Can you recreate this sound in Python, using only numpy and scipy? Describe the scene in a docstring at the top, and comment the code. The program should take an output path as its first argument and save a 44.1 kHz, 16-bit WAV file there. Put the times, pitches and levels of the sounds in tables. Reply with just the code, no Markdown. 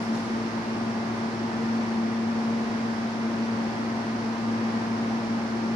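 """Subway train standing at an underground platform.

Heard from just ahead of the cab. The electrical equipment hums on one steady note with a strong
octave, motors add faint tones, and the air-conditioning rushes through ducts and tunnel.
Near the start a valve lets off soft puffs of air that die away in the station."""
import sys
import numpy as np
from scipy import signal
from scipy.fft import rfft, irfft
from scipy.io import wavfile
from scipy.ndimage import uniform_filter1d

SR = 44100
rng = np.random.default_rng(int(sys.argv[2]) if len(sys.argv) > 2 else 0)


def log_audio(samples):
    """Write samples as a 16-bit WAV file to the path given in sys.argv[1]."""
    # one column per channel
    frames = np.atleast_2d(samples).T
    # limit to full scale, then quantise
    limited = np.clip(frames, -1, 1)
    pcm = np.round(limited * 32767).astype(np.int16)
    wavfile.write(sys.argv[1], SR, pcm)


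N = 253898
TIME_S = np.arange(N) / SR
FREQ_HZ = np.maximum(np.arange(N // 2 + 1) * SR / N, 1)


def undb(db):
    """Decibels to gain."""
    return 10 ** (np.asarray(db) / 20)


def over_time(rows):
    """Breakpoints interpolated linearly in time."""
    times_s, values = np.transpose(rows)
    return np.interp(TIME_S, times_s, values)


def over_freq(rows, column=1):
    """One column interpolated over log frequency."""
    columns = np.transpose(rows)
    return np.interp(np.log(FREQ_HZ), np.log(columns[0]), columns[column])


def white_spectra(count):
    """Independent noise spectra, unit power per Hz."""
    return rfft(rng.standard_normal((count, N))) * np.sqrt(SR / 2)


def drift(rate_hz):
    """Random steps smoothed twice; zero mean, unit spread."""
    hold = int(SR / rate_hz)
    steps = np.repeat(rng.standard_normal(N // hold + 1), hold)
    smooth = uniform_filter1d(uniform_filter1d(steps, hold), hold)[:N]
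    return (smooth - smooth.mean()) / smooth.std()


def tone(pitch_hz, level_db, pan_db, waver_db, waver_rad, lag_ms=0.18):
    """Sine whose level and phase waver as its reflections shift; left ear leads."""
    ear_time_s = TIME_S - np.array([[0], [lag_ms]]) / 1000
    phase = 2 * np.pi * (pitch_hz * ear_time_s + rng.random()) + waver_rad * drift(4.01)
    ear_db = np.array([[pan_db], [-pan_db]]) / 2
    return np.sqrt(2) * np.sin(phase) * undb(level_db + waver_db * drift(5) + ear_db)


# Octave swell: time_s, gain_db
OCTAVE_SWELL = [(0.0, 0.4), (0.34, -1.7), (1.27, -2.3), (2.07, 2.5), (3.1, -1.5), (3.45, 2.5), (4.26, -2.5),
                (4.49, 1.5), (5.75, -1.3)]
# Hum partials: harmonic, level_db, left_minus_right_db
HUM_PARTIALS = [(1, -45.5, -1.3), (2, -29, 1.3), (3, -47, 3.5), (4, -52, 3), (5, -53.5, -10),
                (6, -50.5, 1.5), (9, -53.5, -3)]


def electrical_hum(pitch_hz=113.75, heave_db=1.3, heave_period_s=4.4, heave_crest_s=0.68):
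    """Magnetic hum: the fundamental heaves, the octave swells in standing waves, upper partials waver."""
    heave = np.cos(2 * np.pi * (TIME_S - heave_crest_s) / heave_period_s)
    out = 0
    for harmonic, level_db, pan_db in HUM_PARTIALS:
        if harmonic == 1:
            level_db += heave_db * heave
            settings = dict(waver_db=1.3, waver_rad=0.13, lag_ms=0.12)
        elif harmonic == 2:
            level_db += over_time(OCTAVE_SWELL)
            settings = dict(waver_db=0.12, waver_rad=0.075, lag_ms=0.18)
        else:
            settings = dict(waver_db=1.46, waver_rad=0.07 * harmonic, lag_ms=0.098)
        out += tone(harmonic * pitch_hz, level_db, pan_db, **settings)
    return out


# Rush spectrum: freq_hz, density_db_per_hz
RUSH_SPECTRUM = [(25, -93), (52, -80), (80, -78), (110, -62.5), (160, -66), (225, -56.5), (300, -63),
                 (520, -67), (900, -66), (1400, -69.5), (2050, -73), (3000, -81), (6000, -87.5),
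                 (15500, -114)]
# Duct and tunnel resonances: centre_hz, width_hz, lift_db
DUCT_RESONANCES = [(224, 21, 4.5), (295, 24, 3.5), (342.6, 7, 5.5), (380, 22, 3), (461.6, 10, 6),
                   (726, 22, 3.5), (812, 28, 2.5), (915, 42, 3.5), (1205, 26, 4.5), (1750, 22, 2),
                   (2000, 54, 0.5), (2500, 54, -1.5)]
# Likeness of the rush at the two ears: freq_hz, correlation
EAR_CORRELATION = [(60, 0.91), (290, 1), (560, 0.49), (880, 0.65), (1300, -0.31), (1650, -0.2),
                   (2000, -0.39), (2600, -0.11), (15000, -0.037)]


def air_conditioning(lag_ms=0.099, flutter_db=0.24):
    """Fan turbulence coloured by ducts and tunnel; bass alike at both ears, treble diffuse."""
    resonance_db = sum(lift_db / (1 + (2 * (FREQ_HZ - centre_hz) / width_hz) ** 2)
                       for centre_hz, width_hz, lift_db in DUCT_RESONANCES)
    colour = undb(over_freq(RUSH_SPECTRUM) + resonance_db)
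    correlation = over_freq(EAR_CORRELATION)
    mid, side = white_spectra(2) * np.sqrt([(1 + correlation) / 2, (1 - correlation) / 2])
    # Arrives along the platform, left ear first.
    delay = np.exp(-2j * np.pi * FREQ_HZ * np.array([[0], [lag_ms]]) / 1000)
    rush = irfft(np.array([mid + side, mid - side]) * delay * colour, N)
    return rush * undb(flutter_db * drift(6))


# Motor, fan and inverter tones: pitch_hz, level_db, left_minus_right_db
MOTOR_TONES = [(40.4, -67.5, 0), (57.9, -65, 1), (119.4, -63, 1.5), (355, -51, 6.5), (370, -57, 1.5),
               (381.6, -56.5, 0.5), (4500, -75.5, -3)]


def motors():
    """Faint tones of the auxiliary machines, unrelated to the hum."""
    return sum(tone(pitch_hz, level_db, pan_db, waver_db=2.5, waver_rad=0.31)
               for pitch_hz, level_db, pan_db in MOTOR_TONES)


# Valve puffs: peak_s, gain_db
PUFFS = [(.02, -3), (.155, -2), (1.18, -11)]
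# Escaping air spectrum: freq_hz, density_db_per_hz
HISS_SPECTRUM = [(1500, -97), (3500, -83), (5500, -86), (7500, -88.5), (10000, -96), (15000, -109)]


def air_valve(attack_s=0.044, puff_t60_s=0.6, station_db=-4.5, station_t60_s=2.2):
    """A small valve under the car lets off puffs; the station prolongs the hiss."""
    power = 0
    for peak_s, gain_db in PUFFS:
        age_s = TIME_S - peak_s
        rise = np.clip(1 + age_s / attack_s, 0, 1)
        decay_s = np.maximum(age_s, 0)
        direct = undb(-60 * decay_s / puff_t60_s)
        tail = undb(station_db - 60 * decay_s / station_t60_s)
        power += (undb(gain_db) * rise) ** 2 * (direct ** 2 + tail ** 2)
    hiss = irfft(white_spectra(2) * undb(over_freq(HISS_SPECTRUM)), N)
    return hiss * np.sqrt(power)


def scene():
    """All machinery of the standing train, in stereo."""
    return electrical_hum() + air_conditioning() + motors() + air_valve()


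# Microphone port response: freq_hz, left_db, right_db
PORT_RESPONSE = [(300, 0.32, -0.26), (700, -0.87, 0.46), (2400, -0.1, 0.46), (3660, 0.3, -1),
                 (4500, -1.8, 5.5), (5600, -4, 7), (6350, -1.6, 1.4), (7400, 4.5, -15.0), (8000, -2.5, -31),
                 (8470, 3.1, -10), (9700, 3, -2), (10700, 3, -11), (11400, -3, -12), (15000, -0.5, -6)]


def microphone_port(sound, channel, half_taps=256):
    """Each port colours the treble in its own way; short symmetric FIR."""
    response = irfft(undb(over_freq(PORT_RESPONSE, column=channel + 1)), N)
    length = 2 * half_taps + 1
    taps = np.roll(response, half_taps)[:length] * signal.windows.hann(length)
    return signal.fftconvolve(sound, taps, "same")


def record(dry, cutoff_hz=15600):
    """Brief edge fades, port colour, steep low-pass."""
    faded = dry * signal.windows.tukey(N, 0.001)
    coloured = [microphone_port(faded[channel], channel) for channel in range(2)]
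    lowpass = signal.ellip(10, 0.2, 80, cutoff_hz, fs=SR, output="sos")
    return signal.sosfilt(lowpass, coloured)


dry = scene()
out = record(dry)
log_audio(out)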